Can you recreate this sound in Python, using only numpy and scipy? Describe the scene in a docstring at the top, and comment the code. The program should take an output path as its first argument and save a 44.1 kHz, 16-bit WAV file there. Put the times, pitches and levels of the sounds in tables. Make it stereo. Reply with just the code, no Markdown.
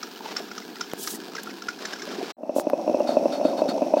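"""Hot water spits and simmers into the filter of a drip coffee maker, heard beside the carafe in a small
room. Each bubble rings as a damped oscillator, and its spray excites the modes of the glass.
After a short break the listener is above the lid: collapsing steam bubbles thump in the tank over a
boiling rumble, and turbulent steam puffs through the vents. Now and then fingers brush and tap the
left microphone port."""
import sys
import numpy as np
from scipy import signal
from scipy.fft import rfft, irfft, next_fast_len
from scipy.io import wavfile
from scipy.ndimage import map_coordinates

SR = 44100
rng = np.random.default_rng(int(sys.argv[2]) if len(sys.argv) > 2 else 0)


def to_wav(sig):
    """Store sig (one row per channel, or 1-D mono) as 16-bit WAV at the path in sys.argv[1].

    Samples outside -1..1 are clipped; the rate is SR.
    """
    pcm = np.clip(np.atleast_2d(sig), -1, 1) * 32767
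    pcm = np.round(pcm).astype(np.int16)
    wavfile.write(sys.argv[1], SR, pcm.T)  # frames by channels


N = 176400
TIME_S = np.arange(N) / SR
CARAFE_END_S, LID_START_S = 2.323, 2.368
ONSET_S, LOW_CUT_HZ = 0.0015, 194  # of gurgles and thumps


def amp(db):
    return 10 ** (np.asarray(db) / 20)

def unit_rms(x):
    return x / np.sqrt(np.mean(x ** 2) + 1e-20)

def unit_peak(x):
    return x / np.abs(x).max()

def pan(left_over_right_db):
    return amp(np.array([[left_over_right_db], [-left_over_right_db]]) / 2)

def on_log_axis(points, hz):
    knots_hz, values = np.transpose(points)
    return np.interp(np.log(hz + 1), np.log(knots_hz + 1), values)

def gain_curve(points):
    return amp(np.interp(TIME_S, *np.transpose(points)))

def add(track, start_s, x):
    part = track[:, max(0, round(start_s * SR)):][:, :x.shape[-1]]
    part += x[..., :part.shape[1]]

def filtered(x, response):
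    size = next_fast_len(N + SR // 2)
    return irfft(rfft(x, size) * response(np.fft.rfftfreq(size, 1 / SR)), size)[..., :N]

def low_cut(x, hz, order=2):
    return signal.sosfilt(signal.butter(order, hz, "highpass", fs=SR, output="sos"), x)

def wobble(knots_per_s):
    """Random modulation: a spline through Gaussian values."""
    return map_coordinates(rng.standard_normal(2000), [np.arange(N) * knots_per_s / SR], mode="wrap")

def resonate(x, modes):
    """Forced vibration: each mode adds a second-order resonance to the direct sound."""
    def response(f):
        return sum(amp(db) * 1j * f * width / (hz ** 2 - f * f + 1j * f * width)
                   for hz, width, db in modes)
    return x + filtered(x, response)

# Likeness of left and right: frequency_hz, correlation
COHERENCE = [(750, 0.9), (7000, 0)]
def seethe(spectrum, pops_per_s, pop_db, pan_db):
    """Shot noise plus Gaussian noise, shaped into a partly coherent stereo rush of rms 1."""
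    pops = (rng.random((2, N)) < pops_per_s / SR) * rng.standard_normal((2, N))
    source = rng.standard_normal((2, N)) + amp(pop_db) * unit_rms(pops)
    def response(hz):
        angle = np.arccos(on_log_axis(COHERENCE, hz)) / 2
        bass_rolloff = np.minimum(1, hz / spectrum[0][0]) ** 7.4
        return amp(on_log_axis(spectrum, hz)) * bass_rolloff * [np.cos(angle), np.sin(angle)]
    mid, side = filtered(source, response)
    return unit_rms(np.array([mid + side, mid - side]) * pan(pan_db))

def swells(rows, rise, fall):
    """Trapezoidal envelopes; rise and fall are shares of each duration."""
    envelope = np.zeros(N)
    for start_s, duration_s, db in rows:
        progress = (TIME_S - start_s) / duration_s
        envelope += amp(db) * np.clip(np.minimum(progress / rise, (1 - progress) / fall), 0, 1)
    return envelope

# Reverberation time: frequency_hz, t60_s
ROOM_DECAY = [(200, 0.069), (9000, 0.25)]
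def room(x, tail_db=-9.5):
    """Reverberation: a diffuse, exponentially decaying tail joins the direct sound."""
    hz, t, noise = signal.stft(rng.standard_normal((2, SR // 3)), SR, nperseg=256)
    decay = amp(-60 * t / on_log_axis(ROOM_DECAY, hz)[:, None])
    tail = signal.istft(noise * decay, SR, nperseg=256)[1]
    return x + amp(tail_db) * signal.fftconvolve(x, tail / np.linalg.norm(tail[0]), axes=1)[:, :N]

# Hiss spectrum: frequency_hz, gain_db
HISS_SPECTRUM = [(9000, -18), (14000, 16)]
def high_hiss(level_db=-51, fall_db_per_s=4):
    """Exponential decay: a faint band of treble noise dies slowly away."""
    gain = amp(level_db - fall_db_per_s * TIME_S)
    return gain * seethe(HISS_SPECTRUM, pops_per_s=830, pop_db=-22, pan_db=7)

# Strength of the muffled boil: time_s, level_db
HOUSING_ENVELOPE = [(0, -45), (.4, -41.5), (1.98, -41.5), (2.2, -35), (2.32, -42.5)]
# Its spectrum: frequency_hz, gain_db
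HOUSING_SPECTRUM = [(150, -20), (195, -5.5), (430, -3.5), (560, -19.5), (730, -10.5), (1200, -29.5),
                    (2400, -62)]
def muffled_boil():
    """Transmission loss: the housing passes mainly the low frequencies of the boil."""
    gain = gain_curve(HOUSING_ENVELOPE) * amp(1.3 * wobble(16))
    return gain * seethe(HOUSING_SPECTRUM, pops_per_s=130, pop_db=-3.5, pan_db=0)

# Simmering water: frequency_hz, gain_db
SIMMER_SPECTRUM = [(600, -32), (930, 1), (1120, -6), (1380, -2.5), (1690, 2), (1900, -11.5), (2400, -5.5),
                   (4700, -3), (6000, -9.5), (10000, -20)]
def simmer(level_db=-44):
    """Incoherent summation: tiny pops merge into a flickering rush."""
    gain = amp(level_db + wobble(40.5))
    return gain * seethe(SIMMER_SPECTRUM, pops_per_s=220, pop_db=-2.5, pan_db=4.5)

# Fizz in the tank: frequency_hz, gain_db
FIZZ_SPECTRUM = [(2000, -7), (6000, 1.5), (7000, -10.5), (15500, -27.5)]
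# Resonances under the lid: frequency_hz, bandwidth_hz, gain_db
LID_MODES = [(2560, 190, 8.5), (5450, 150, 2)]
def lid_fizz(gain_db=-18.5):
    """Cavity resonance: the space under the lid colours a fine fizz."""
    gain = amp(gain_db + wobble(8.7))
    fizz = seethe(FIZZ_SPECTRUM, pops_per_s=260, pop_db=-2.5, pan_db=4)
    return gain * unit_rms(resonate(fizz, LID_MODES))

# Boiling in the tank: frequency_hz, gain_db
RUMBLE_SPECTRUM = [(175, -12), (245, -0.5), (335, -0.5), (460, -10), (585, 5), (720, -1), (1150, -23.5),
                   (3500, -45)]
def tank_rumble():
    """Superposition: countless small collapses sum to a low rumble."""
    return amp(wobble(45)) * seethe(RUMBLE_SPECTRUM, pops_per_s=400, pop_db=-3, pan_db=-1.8)

# Puffs at the spout: start_s, duration_s, level_db
SPOUT_JETS = [(.22, 0.21, -39.5), (1.318, 0.11, -42.5), (1.78, 0.23, -39.5), (2.01, 0.58, -39.5)]
# Their spectrum: frequency_hz, gain_db
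SPOUT_SPECTRUM = [(350, -1.5), (900, -4), (2000, -9), (5300, -8.5), (10000, -32)]
def spout_steam():
    """Turbulence: steam leaves the spout as fluttering broadband noise."""
    envelope = swells(SPOUT_JETS, rise=0.17, fall=0.21) * amp(2.5 * wobble(90))
    return envelope * seethe(SPOUT_SPECTRUM, pops_per_s=500, pop_db=-3, pan_db=4.5)

# Puffs at the vents: start_s, duration_s, level_db
VENT_JETS = [(3.06, 0.12, -35), (3.315, 0.086, -36), (3.43, 0.13, -38), (3.567, 0.061, -36.5),
             (3.68, 0.054, -30.5), (3.97, 0.06, -39)]
# Their spectrum: frequency_hz, gain_db
VENT_SPECTRUM = [(1200, 0), (1900, -4), (4800, -2.5), (13000, -19.5)]
# Vent resonances: frequency_hz, bandwidth_hz, gain_db
VENT_MODES = [(1375, 170, 9), (3710, 75, 13), (4380, 126, 15.5)]
def vent_steam():
    """Flow-excited resonance: jets of steam drive the modes of the vents."""
    jet = seethe(VENT_SPECTRUM, pops_per_s=310, pop_db=-8.5, pan_db=5)
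    return swells(VENT_JETS, rise=0.17, fall=0.77) * unit_rms(resonate(jet, VENT_MODES))

def bubble_tones(rows, t60_s=0.03):
    """Bubble resonance: each pulsating bubble radiates a damped sinusoid."""
    out, t = np.zeros((2, N)), np.arange(SR // 10) / SR
    envelope = amp(-60 * t / t60_s) * (1 - np.exp(-t / ONSET_S))
    for start_s, db, hz in rows:
        add(out, start_s, amp(db) * unit_peak(envelope * np.sin(2 * np.pi * hz * t)))
    return out

# Bubbles behind the housing: start_s, level_db, pitch_hz
LARGE_BUBBLES = [(.206, -31.5, 905), (.258, -29.5, 895), (.401, -28.5, 654), (2.075, -28, 585),
                 (2.183, -23.5, 353), (2.213, -24.5, 686), (2.228, -22, 370)]
def gurgles():
    """Minnaert resonance: larger bubbles ring lower, dull behind the plastic."""
    return low_cut(bubble_tones(LARGE_BUBBLES), LOW_CUT_HZ)

def tank_bubbles(per_s=32, gain_db=10.5, lowest_hz=512):
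    """Size scaling: over one octave, smaller bubbles ring higher and tend to be weaker."""
    draws = rng.random((int(per_s * N / SR), 3))
    return bubble_tones([(when * N / SR, gain_db - 10 * (weakness + octave), lowest_hz * 2 ** octave)
                         for when, weakness, octave in draws])

# Taps on the port: start_s, level_db, pitch_hz
FINGER_TAPS = [(0.9353, -4, 427), (2.5982, -6, 650), (2.6997, -7.5, 810)]
# Strokes across it: start_s, duration_s, level_db
FINGER_STROKES = [(.965, 0.22, -33), (1.432, 0.0062, -34.5), (2.548, 0.081, -37)]
# Sliding skin: frequency_hz, gain_db
FRICTION_SPECTRUM = [(3000, -5), (7000, 0.5), (15500, -4.5)]
def fingers(tap_t60_s=0.003):
    """Impact and friction: skin taps and brushes unevenly at the left microphone port."""
    out, t = np.zeros((2, N)), np.arange(SR // 40) / SR
    for start_s, db, hz in FINGER_TAPS:
        knock = np.sin(2 * np.pi * hz * t) + 0.11 * rng.standard_normal(len(t))
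        knock = low_cut(knock * amp(-60 * t / tap_t60_s), hz / 2)
        add(out, start_s, amp(db - 13) * unit_peak(knock) * pan(23))
    grip = swells(FINGER_STROKES, rise=0.2, fall=0.25) * amp(1.6 * wobble(70))
    return out + grip * seethe(FRICTION_SPECTRUM, pops_per_s=2800, pop_db=-3, pan_db=22)

def drip_events(per_s=32, level_db=-35, puff_boost_db=4, lowest_hz=1288, octaves=1.4, spray_db=-12):
    """Random point process: rows of small drips, stronger during a puff at the spout."""
    draws = rng.random((int(per_s * CARAFE_END_S), 3)) * [CARAFE_END_S, 1, 1]
    for start_s, weakness, pitch in draws:
        puffing = any(onset < start_s < onset + duration for onset, duration, _ in SPOUT_JETS)
        db = level_db - 10 * weakness + puff_boost_db * puffing
        yield start_s, db, lowest_hz * 2 ** (octaves * pitch ** 2), spray_db

# Bursts at the spout: start_s, level_db, pitch_hz, spray_gain_db
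SPOUT_BURSTS = [(.028, -24.5, 1290, -7), (.363, -23, 1417, -3.5), (.5125, -26.5, 1456, -13.5),
                (.578, -25, 1300, -8.5), (.8078, -19.5, 1344, -8.5), (1.0724, -24, 1255, -3),
                (1.349, -23.5, 1260, -11), (1.3805, -22.5, 1640, -23.5), (1.4707, -23.5, 1420, -27),
                (1.6192, -26, 1386, -11.5), (1.6835, -15, 1447, -15.5), (1.8507, -23, 1670, -5.5),
                (1.9317, -21, 1670, -16.5), (2.0178, -27.5, 1610, -6.5)]
# Their spray: frequency_hz, gain_db
SPRAY_SPECTRUM = [(1300, 6), (2600, 0), (6300, 2.5), (10000, -26)]
# Carafe resonances: frequency_hz, bandwidth_hz, gain_db
GLASS_MODES = [(5310, 220, 10), (5676, 92, 2), (7194, 86, 9.5)]
def spits(attack_s=0.003, hold_s=0.0031, t60_s=0.02, tone_db=-5):
    """Transient excitation: each burst or drip rings at its own pitch; its spray rings the glass."""
    tones, splashes, t = np.zeros((2, N)), np.zeros((2, N)), np.arange(SR // 20) / SR
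    rise = np.sin(np.pi / 2 * np.minimum(t / attack_s, 1)) ** 2
    envelope = rise * amp(-60 * np.maximum(t - attack_s - hold_s, 0) / t60_s)
    spray = seethe(SPRAY_SPECTRUM, pops_per_s=3400, pop_db=-4, pan_db=15.5)
    for start_s, db, hz, spray_db in [*SPOUT_BURSTS, *drip_events()]:
        phase_drift = 0.085 * np.cumsum(rng.standard_normal(len(t)))
        add(tones, start_s, amp(db + tone_db) * envelope * np.sin(2 * np.pi * hz * t + phase_drift))
        splash = spray[:, round(start_s * SR):][:, :len(t)]
        add(splashes, start_s, amp(db + spray_db) * envelope * splash)
    return tones + resonate(splashes, GLASS_MODES)

# Collapsing steam bubbles: start_s, level_db, lowest_mode_gain_db
COLLAPSES = [(2.4326, -20, -2.5), (2.4938, -14.5, -5.5), (2.5622, -10, -6), (2.5832, -12, -7.5),
             (2.6692, -10.5, -0.5), (2.7325, -7, -7.5), (2.8772, -9.5, -10.5), (2.8955, -10.5, -2.5),
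             (2.9443, -8, -7), (3.0037, -8.5, -15), (3.091, -12, -6), (3.1685, -5.5, -7.5),
             (3.2555, -6, -6.5), (3.412, -16, -24), (3.4506, -6, -1.5), (3.6182, -8.5, -11),
             (3.688, -15, 15), (3.8192, -9, -3.5), (3.826, -13.5, -27), (3.9372, -6.5, -8),
             (3.9692, -8.5, -8.5)]
# Tank resonances: frequency_hz, gain_db, t60_s
TANK_MODES = [(281.7, 6, 0.025), (600, 7, 0.025), (889, -8.5, 0.022), (2577, -23.5, 0.035),
              (5500, -38, 0.028)]
def thumps(stretch_per_db=0.05):
    """Modal ringing: each collapse strikes the tank, slightly detuned; strong ones ring longer."""
    out, t = np.zeros((2, N)), np.arange(SR // 10) / SR
    mean_db = np.mean([db for _, db, _ in COLLAPSES])
    for start_s, db, lowest_mode_db in COLLAPSES:
        age = t / np.exp(stretch_per_db * max(db - mean_db, 0))
        detune = 1 + 0.03 * rng.standard_normal(len(TANK_MODES))
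        ring = np.zeros(len(t))
        for k, (hz, mode_db, t60_s) in enumerate(TANK_MODES):
            gain = amp(mode_db) * (-amp(lowest_mode_db) if k == 0 else 1)  # lowest mode in antiphase
            ring += gain * np.sin(2 * np.pi * hz * detune[k] * t) * amp(-60 * age / t60_s)
        ring = low_cut(ring * (1 - np.exp(-age / ONSET_S)), LOW_CUT_HZ, order=3)
        add(out, start_s, amp(db) * unit_peak(ring) * pan(-1.9))
    return out

def beside_carafe(fade_s=0.017):
    """Direct and reverberant sound: spits and gurgles excite the room over a bed of noise."""
    bed = muffled_boil() + simmer() + spout_steam() + high_hiss()
    fade_out = np.clip((CARAFE_END_S - TIME_S) / fade_s, 0, 1)
    return (bed + room(spits() + gurgles())) * fade_out

# Strength of the boil above the lid: time_s, level_db
TANK_ENVELOPE = [(2.36, -36.5), (3.0, -27)]
def above_lid(fade_s=0.18, left_lag_s=0.000098):
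    """Arrival-time difference: the tank reaches the left port later; the vent steam has no lag."""
    fade_in = np.sqrt(np.clip((TIME_S - LID_START_S) / fade_s, 0, 1))
    boil = tank_rumble() + tank_bubbles() + fade_in * lid_fizz()
    steam = vent_steam()
    tank = fade_in * gain_curve(TANK_ENVELOPE) * boil + thumps()
    delay_s = np.array([[left_lag_s], [0]])
    return steam + filtered(tank, lambda hz: np.exp(-2j * np.pi * hz * delay_s))

def scene():
    """Superposition: two listening positions in turn, with finger noise on both."""
    return beside_carafe() + above_lid() + fingers()

def record(dry):
    """Band limiting: the sound has no treble above about 16 kHz."""
    return filtered(dry, lambda hz: hz < 16050)


dry = scene()
out = record(dry)
to_wav(out)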